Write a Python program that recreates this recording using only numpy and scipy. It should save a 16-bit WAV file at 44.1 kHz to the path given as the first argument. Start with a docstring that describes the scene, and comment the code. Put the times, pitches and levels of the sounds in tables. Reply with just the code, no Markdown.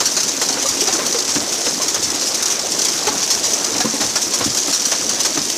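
"""Spray jets along a fishing boat

On the open sea, jets along the hull throw water that breaks into slugs: noise showers landing as sizzling
splashes, over filtered noise for mist, sparse noisy drops for patter, and swarms of gliding tones for fizz.
At the hull, low noise churns and rumbles and trapped air plops as ringing tones; on deck, landed fish thump
as panel modes with noise slaps and booms. A small microphone rings near 6 kHz and limits the peaks."""
import sys
import numpy as np
from scipy import signal
from scipy.fft import rfft, irfft, next_fast_len
from scipy.io import wavfile
from scipy.ndimage import uniform_filter1d, minimum_filter1d

SR = 44100
rng = np.random.default_rng(int(sys.argv[2]) if len(sys.argv) > 2 else 0)


def inscribe(sig):
    """Save sig as 16-bit PCM at rate SR to the path in sys.argv[1].

    A 1-D sig is mono; a 2-D sig holds one channel per row.
    Samples are clipped to [-1, 1] before scaling.
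    """
    pcm = np.round(np.clip(np.atleast_2d(sig).T, -1, 1) * 32767)
    wavfile.write(sys.argv[1], SR, pcm.astype(np.int16))


N = 245637
TIME = np.arange(N) / SR


def undb(db):
    """Decibels to amplitude gain."""
    return 10 ** (np.asarray(db) / 20)


def unit(x):
    """Scale to rms 1."""
    return x / np.sqrt(np.mean(x ** 2) + 1e-18)


def add(out, s, x):
    """Mix x into out from time s, dropping what falls outside."""
    i = int(s * SR)
    x = x[max(-i, 0):max(N - i, 0)]
    start = max(i, 0)
    out[start:start + len(x)] += x


def colour(x, points, size=4096):
    """Causal minimum-phase filter with the given spectrum; white noise keeps its level."""
    hz, db = np.transpose(points)
    bin_hz = np.arange(size // 2 + 1) * SR / size
    gain = undb(np.interp(np.log(bin_hz + 1), np.log(hz), db))
    # folding the cepstrum onto positive time makes the filter minimum-phase
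    cepstrum = irfft(np.log(gain))
    cepstrum[1:size // 2] *= 2
    cepstrum[size // 2 + 1:] = 0
    response = irfft(np.exp(rfft(cepstrum)))
    return signal.fftconvolve(x, response / np.linalg.norm(response))[:len(x)]


def resonate(x, hz, width_hz):
    """One resonance, gain 1 at its centre."""
    return signal.lfilter(*signal.iirpeak(hz, hz / width_hz, fs=SR), x)


def walk(rate_hz):
    """Random levels held 1 / rate_hz s and smoothed twice, rms 1."""
    k = max(int(SR / rate_hz), 2)
    held = np.repeat(rng.standard_normal(N // k + 1), k)[:N]
    return unit(uniform_filter1d(uniform_filter1d(held, k), k))


def flicker(x, rate_hz, depth_db):
    """Each octave wavers on its own, as drops and bubbles of changing size take over."""
    size = next_fast_len(N, True)
    spectrum = rfft(x, size)
    bins = len(spectrum)
    octave = np.clip(np.log2(np.arange(1, bins + 1) / bins) + 9, 0, 9)
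    out = np.zeros(N)
    for k in range(10):
        share = np.maximum(1 - np.abs(octave - k), 0)  # overlapping triangles that sum to 1
        band = irfft(spectrum * share, size)[:N]
        out += band * undb(depth_db * walk(rate_hz))
    return out


def burst(rise_s, t60_s):
    """Envelope with a quick rise and an exponential fall."""
    t = np.arange(int((rise_s + t60_s) * SR) + 2) / SR
    return np.minimum(t / rise_s, 1) * np.exp(-np.log(1000) * t / t60_s)


def bubble(hz, rise_s, t60_s, glide):
    """A decaying ring; with glide its pitch rises, as a pocket of air does nearing the surface."""
    fade = burst(rise_s, t60_s)
    pitch = hz * (1 + glide * np.linspace(0, 1, len(fade)))
    return fade * np.sin(2 * np.pi * np.cumsum(pitch) / SR)


def puff(points, rise_s, t60_s):
    """A short coloured burst of noise, scaled to about rms 1 at its crest."""
    fade = burst(rise_s, t60_s)
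    blow = colour(rng.standard_normal(len(fade)) * fade, points)
    return blow * np.linalg.norm(fade) / np.linalg.norm(blow)


def drops(per_s, spread_db):
    """Clicks of countless drops of unequal size, rms 1."""
    lands = rng.random(N) < per_s / SR
    return unit(lands * rng.standard_normal(N) * undb(spread_db * rng.standard_normal(N)))


# flow of the jets along the boat: (time [s], level against the usual flow [dB])
JET_FLOW = [(0, 0), (.2, -.5), (.36, -1.5), (.5, 0.5), (1.3, 0), (2.1, -1), (2.75, 0), (3.3, 0.03),
            (4, -0.18), (4.6, 1), (5.57, 0)]


def jet_flow():
    """Gain of the spray as the jets strengthen and slacken."""
    return undb(np.interp(TIME, *np.transpose(JET_FLOW)))


# spectrum of mist and fine drops in the air: (frequency [Hz], relative level per Hz [dB])
MIST_SPECTRUM = [(60, -52), (500, -20.5), (1200, -17.5), (2300, -15.5), (3500, -9), (4600, -7),
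                 (6000, -3.5), (7200, -6.5), (8500, -12), (10500, -17.5), (15000, -31)]


def mist(flutter_db):
    """The finest droplets merge into a hiss whose level flutters."""
    return unit(colour(rng.standard_normal(N), MIST_SPECTRUM) * undb(flutter_db * walk(45)))


def patter(per_s, spread_db, t60_s):
    """Big stray drops: each cracks on the surface and fizzes for a few milliseconds."""
    scatter = np.clip(rng.standard_normal(N), -2, 2)
    sizes = (rng.random(N) < per_s / SR) * undb(spread_db * scatter)
    power = np.abs(signal.fftconvolve(sizes ** 2, burst(1 / SR, t60_s) ** 2)[:N])
    return unit(colour(np.sqrt(power) * drops(per_s=20000, spread_db=1.0), MIST_SPECTRUM))


def bubbles(low_hz, high_hz, cycles, glide, spread_db, count):
    """A swarm of ringing bubbles, many faint and a few loud; each fades over a set count of cycles."""
    out = np.zeros(N)
    for when, bore, size in rng.random((count, 3)):
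        hz = low_hz * (high_hz / low_hz) ** bore
        ring = bubble(hz, .5 / hz, cycles / hz, glide)
        add(out, when * N / SR, undb(spread_db * size ** 3) * ring)
    return unit(out)


# spectrum of a drop striking the boat: (frequency [Hz], relative level per Hz [dB])
TICK_SPECTRUM = [(300, -24), (1500, -11.5), (4000, -4), (6000, -1), (9000, -3.5), (15000, -15)]


def ticks(per_s, spread_db):
    """Single drops strike the boat nearby with a dry tick, a lone click coloured by the spectrum."""
    sizes = (rng.random(N) < per_s / SR) * undb(spread_db * rng.uniform(-1, 1, N))
    return unit(colour(sizes * rng.choice([-1, 1], N), TICK_SPECTRUM))


# wash along the hull, rising and falling with the waves: (time [s], level of the foam [dB])
WASH_LEVEL = [(0, -30), (.8, -29.5), (1.04, -26.5), (1.2, -29.5), (2, -29.5), (2.9, -28.5), (3.4, -29.5),
              (3.75, -28), (4.15, -31.5), (4.35, -28.5), (4.7, -32.5), (4.95, -29), (5.57, -30.5)]


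def hull_wash():
    """Gain of the sea along the hull as the waves rise and fall."""
    return undb(np.interp(TIME, *np.transpose(WASH_LEVEL)))


# spectrum of foaming water at the hull: (frequency [Hz], relative level per Hz [dB])
CHURN_SPECTRUM = [(25, -46), (55, -39.5), (90, -18), (160, -9.5), (220, -4), (290, -0.5), (400, -2.5),
                  (600, -5.5), (900, -8.5), (1500, -11.5), (2500, -13), (5000, -27.5)]


def churn(surge_hz, depth_db):
    """Foaming water along the hull: a low rush that seethes from one pitch range to another."""
    return unit(flicker(colour(rng.standard_normal(N), CHURN_SPECTRUM), surge_hz, depth_db))


# spectrum of the nudged hull: (frequency [Hz], relative level per Hz [dB])
RUMBLE_SPECTRUM = [(20, -17.5), (50, -10), (80, 0.5), (110, 0.5), (220, -13.5), (500, -42)]


def rumble(surge_hz, depth_db):
    """Waves nudge the hull: a low rumble that comes and goes."""
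    return unit(colour(rng.standard_normal(N), RUMBLE_SPECTRUM) * undb(depth_db * walk(surge_hz)))


# small slugs: level of the fastest landing, scatter either way, range of landing times;
# slower ones are softer
SMALL_DB, SMALL_SPREAD_DB, SMALL_DB_PER_DOUBLING = -15, 2, -2.15
SMALL_SHORT_S, SMALL_LONG_S = 0.00313, 0.039


def small_slugs(count):
    """The jets shed small slugs all the time, at uneven intervals: rows like those of BIG_SLUGS."""
    when, slow, size = rng.random((count, 3)).T
    start_s = (np.arange(count) + when) / count * N / SR
    landing_s = SMALL_SHORT_S * (SMALL_LONG_S / SMALL_SHORT_S) ** slow
    scatter_db = SMALL_SPREAD_DB * (2 * size - 1)
    slowness_db = SMALL_DB_PER_DOUBLING * np.log2(landing_s / SMALL_SHORT_S)
    return np.column_stack([start_s, SMALL_DB + scatter_db + slowness_db, landing_s])


# big slugs of water landing on the sea: (time [s], relative level [dB], landing time [s])
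BIG_SLUGS = [(0.003, -13, 0.019), (0.055, -8.5, 0.0194), (0.166, -6.5, 0.0126), (0.202, -16.5, 0.0128),
             (0.231, -14, 0.012), (0.28, -16, 0.0236), (0.414, -12, .022), (0.487, -10.5, 0.0072),
             (0.625, -13.5, .014), (0.657, -18.5, 0.038), (0.687, -7, 0.0076), (0.806, -8.5, 0.0133),
             (0.873, -11, 0.0171), (0.926, -16, 0.0295), (1.064, -11.5, 0.008), (1.125, -9.5, 0.0046),
             (1.187, -13, 0.0046), (1.291, -17.5, 0.0257), (1.341, -18.5, 0.0305), (1.522, -17, 0.0417),
             (1.604, -20.5, 0.0143), (1.657, -19.5, 0.055), (1.743, -13.5, 0.0031), (1.788, -24.5, .003),
             (1.818, -17, 0.034), (1.881, -12, .011), (1.944, -14, 0.0154), (2.025, -16.5, .035),
             (2.101, -13.5, .003), (2.145, -16.5, 0.0156), (2.21, -19, 0.039), (2.259, -19.5, 0.058),
             (2.343, -17.5, 0.0215), (2.425, -14, 0.0153), (2.457, -10.5, 0.0094), (2.501, -16.5, 0.0327),
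             (2.718, -15, 0.0153), (2.791, -14.5, 0.0114), (2.817, -13, .012), (2.849, -10, 0.0129),
             (2.884, -12.5, 0.0134), (2.929, -17, .012), (3.07, -13.5, 0.0172), (3.227, -17.5, 0.0274),
             (3.276, -13, 0.0027), (3.303, -6, 0.0122), (3.348, -11.5, 0.0049), (3.439, -16.5, 0.051),
             (3.504, -19.5, 0.0257), (3.534, -9.5, 0.0079), (3.644, -12.5, 0.0103), (3.781, -17, 0.0128),
             (3.802, -14, 0.0163), (3.908, -16.5, .005), (3.952, -15.5, 0.0029), (4.005, -17.5, 0.047),
             (4.156, -12.5, 0.0204), (4.217, -19.5, 0.042), (4.336, -13.5, 0.0242), (4.441, -18, 0.029),
             (4.547, -16, 0.0124), (4.571, -12, 0.0197), (4.692, -17.5, 0.0142), (4.727, -13, 0.0375),
             (4.852, -10.5, 0.0122), (4.915, -17.5, 0.029), (5.092, -10, 0.0114), (5.202, -9.5, 0.0093),
             (5.249, -8.5, 0.0173), (5.375, -14, 0.0049), (5.5, -11.5, 0.0054)]
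# spectrum of a splash: (frequency [Hz], relative level per Hz [dB])
SPLASH_SPECTRUM = [(40, -49), (150, -20.5), (400, -12.5), (1000, -10), (2300, -12.5), (3500, -7.5),
                   (4600, -2.5), (6000, 0.5), (7200, -2), (8500, -9), (10500, -14.5), (15000, -22.5)]
# the hard head of a slug; thrown-up drops falling back, level against the shower
FRONT_S, TRAIL_S, TRAIL_DB = 0.0028, 0.0524, -15


def splashes(slugs, db, rise_s, front_db, ragged_db, echo, ping_db, ping_s, size=32):
    """Each slug hits with a hard front, lands as a shower and trails falling drops; it pings one small
    bubble, and a reflection from the hull gives every splash its own colour."""
    out, t = np.zeros(N), TIME[:SR // 7]

    def fall(length_s):
        return np.exp(-(t / length_s) ** 2 / 2 - t / (2 * length_s))

    for (s, slug_db, landing_s), (place, bore) in zip(slugs, rng.random((len(slugs), 2))):
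        stages = [undb(front_db) * fall(FRONT_S), fall(landing_s), undb(TRAIL_DB) * fall(TRAIL_S)]
        fade = np.minimum(t / rise_s, 1) * np.linalg.norm(stages, axis=0)
        lumps = np.repeat(rng.standard_normal(len(t) // size + 1), size)[:len(t)]  # drops of unequal size
        noise = unit(rng.standard_normal(len(t)) * undb(ragged_db * lumps))
        shower = undb(slug_db) * fade * noise
        add(out, s, shower)
        add(out, s + .0003 + .001 * place, echo * shower)
        ping = bubble(5000 + 1800 * bore, rise_s, ping_s, 0.053)
        add(out, s, undb(slug_db + ping_db) * ping)
    return undb(db) * colour(out, SPLASH_SPECTRUM)


# heavy splashes that trap a pocket of air:
# (time [s], relative plop level [dB], relative wet slap level [dB], starting plop pitch [Hz])
AIR_PLOPS = [(0.004, -14.5, -18, 469), (0.168, -17, -20, 359.8), (0.415, -17.5, -19.5, 465),
             (0.488, -18.5, -21.5, 505), (0.571, -16, -24.5, 527), (0.648, -12, -30.5, 532),
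             (0.818, -10, -28, 359.8), (0.877, -10.5, -20, 378.8), (0.929, -16, -31, 328.8),
             (0.99, -14, -22.5, 583.3), (1.145, -10.5, -23.5, 458.3), (1.666, -12.5, -21, 537.2),
             (1.799, -15, -32, 608.5), (3.071, -6, -15, 409.7), (3.804, -12.5, -20.5, 725.6),
             (3.845, -10, -31, 491.8), (3.949, -19.5, -38, 504.5), (4.014, -16.5, -20, 833),
             (4.157, -15, -18, 1411), (4.409, -16, -21, 480.7), (4.919, -17, -18, 561.6),
             (5.249, -17.5, -19, 331.3)]
# spectrum of a wet slap, on water or on deck: (frequency [Hz], relative level per Hz [dB])
SLAP_SPECTRUM = [(200, -15.5), (450, 1), (850, 1.5), (1500, 0), (2500, -4.5), (4000, -3), (8000, -27.5)]


def plops(plop_db, slap_db, rise_s, t60_s, glide):
    """The surface is smacked open, then the trapped air rings, with a second pocket beside it."""
    out = np.zeros(N)
    for (s, air_db, wet_db, hz), ratio in zip(AIR_PLOPS, rng.uniform(.9, 2.3, len(AIR_PLOPS))):
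        smack_db, ring_db = wet_db + slap_db, air_db + plop_db
        add(out, s, undb(smack_db) * puff(SLAP_SPECTRUM, rise_s=0.00059, t60_s=0.1275))
        # first crack of contact
        add(out, s, undb(smack_db - 4.5) * puff(SLAP_SPECTRUM, rise_s=.0003, t60_s=0.041))
        add(out, s, undb(ring_db) * bubble(hz, rise_s, t60_s, glide))
        add(out, s + .008, undb(ring_db - 3.5) * bubble(hz * ratio, rise_s, t60_s, glide))
    return out


# fish landing on the deck:
# (time [s], relative panel ring [dB], relative hull boom [dB], relative wet slap [dB])
FISH_LANDINGS = [(1.356, -11, -51, -19.5), (1.41, -23, -47, -28.5), (1.96, -28, -40.5, -21.5),
                 (3.154, -21, -49, -25.5), (3.75, -22, -61.5, -24.5), (3.845, -12.5, -62, -26),
                 (3.936, -21, -54, -29), (4.001, -20.5, -47, -23), (4.038, -27, -39, -28),
                 (4.405, -23.5, -38, -24), (4.456, -15.5, -33.5, -40), (4.679, -25.5, -54.5, -22),
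                 (5.047, -20.5, -59, -36), (5.372, -20, -41.5, -20)]
# modes of the deck panels: (nominal frequency [Hz], relative level [dB], t60 [s])
DECK_MODES = [(135, -11, 0.094), (173, -8, 0.081), (219.7, -5, 0.208), (288.9, 6.5, 0.0876),
              (325, -6.5, 0.046), (369.5, -7, 0.151), (500, -37, 0.068)]
# spectrum of the hull boom: (frequency [Hz], relative level per Hz [dB])
BOOM_SPECTRUM = [(25, -29), (55, -8), (85, 1), (140, 5), (220, -15.5), (500, -40)]


def thumps(ring_db, boom_db, slap_db, soft_s, scatter_db):
    """A soft wet body lands: the skin slaps, the deck panels ring and the hull booms."""
    out = np.zeros(N)
    for s, panel_db, hull_db, wet_db in FISH_LANDINGS:
        for hz, mode_db, t60_s in DECK_MODES:
            spot, load = rng.standard_normal(2)  # each landing place favours other modes
            ring = bubble(hz * (1 + 0.0068 * load), soft_s, t60_s, 0) * rng.choice([-1, 1])
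            add(out, s, undb(panel_db + ring_db + mode_db + scatter_db * spot) * ring)
        add(out, s, undb(hull_db + boom_db) * puff(BOOM_SPECTRUM, rise_s=0.0107, t60_s=0.283))
        add(out, s, undb(wet_db + slap_db) * puff(SLAP_SPECTRUM, rise_s=0.00183, t60_s=0.129))
    return out


def scene():
    """Spray and sea around the boat, with the catch landing on deck."""
    hiss = undb(-5.5) * mist(flutter_db=0.4)
    stray = undb(-7.5) * patter(per_s=300, spread_db=3.5, t60_s=0.0139)
    fizz = undb(-11) * bubbles(
        low_hz=4160, high_hz=8450, cycles=53.5, glide=0.044, spread_db=15, count=2000)
    tapping = undb(-16.5) * ticks(per_s=60, spread_db=4.5)
    fine = undb(-22) * (hiss + stray + fizz + tapping)

    foam = churn(surge_hz=36, depth_db=2.2)
    gurgle = undb(-5.5) * bubbles(
        low_hz=260.0, high_hz=1719, cycles=20.2, glide=0.128, spread_db=14.5, count=1100)
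    sea = hull_wash() * (foam + gurgle + undb(-22) * rumble(surge_hz=12, depth_db=4.5))

    small = splashes(small_slugs(count=55), db=-4, rise_s=0.00296, front_db=-12, ragged_db=3.5,
                     echo=0.52, ping_db=-8, ping_s=0.0203)
    big = splashes(BIG_SLUGS, db=-3.0, rise_s=0.00063, front_db=-7, ragged_db=2.0,
                   echo=0.59, ping_db=-9.5, ping_s=0.0244)
    spray = flicker(jet_flow() * (fine + small) + big, rate_hz=140, depth_db=1.13)

    heavy = plops(plop_db=-3.5, slap_db=1, rise_s=0.00242, t60_s=0.0842, glide=0.149)
    deck = thumps(ring_db=-2.0, boom_db=7, slap_db=0.5, soft_s=0.0077, scatter_db=3.01)
    return (spray + sea + deck + heavy)[None]


# small microphone: port resonance and the gain of its added ring
MIC_HZ, MIC_WIDTH_HZ, MIC_LIFT = 5922, 1370, 0.789
CEILING, TOP_HZ = .53, 15300  # limiter threshold ahead of the top cut; edge of the top cut


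def record(dry):
    """The microphone port rings; a fast limiter holds the peaks; the top is cut."""
    x = dry + MIC_LIFT * resonate(dry, MIC_HZ, MIC_WIDTH_HZ)
    gain = np.minimum(1, CEILING / (np.abs(x) + 1e-9))
    gain = uniform_filter1d(minimum_filter1d(gain, size=45), size=45)  # about 1 ms, centred
    top_cut = signal.ellip(10, .2, 80, TOP_HZ, fs=SR, output="sos")
    return signal.sosfilt(top_cut, x * gain)


dry = scene()
out = record(dry)
inscribe(out)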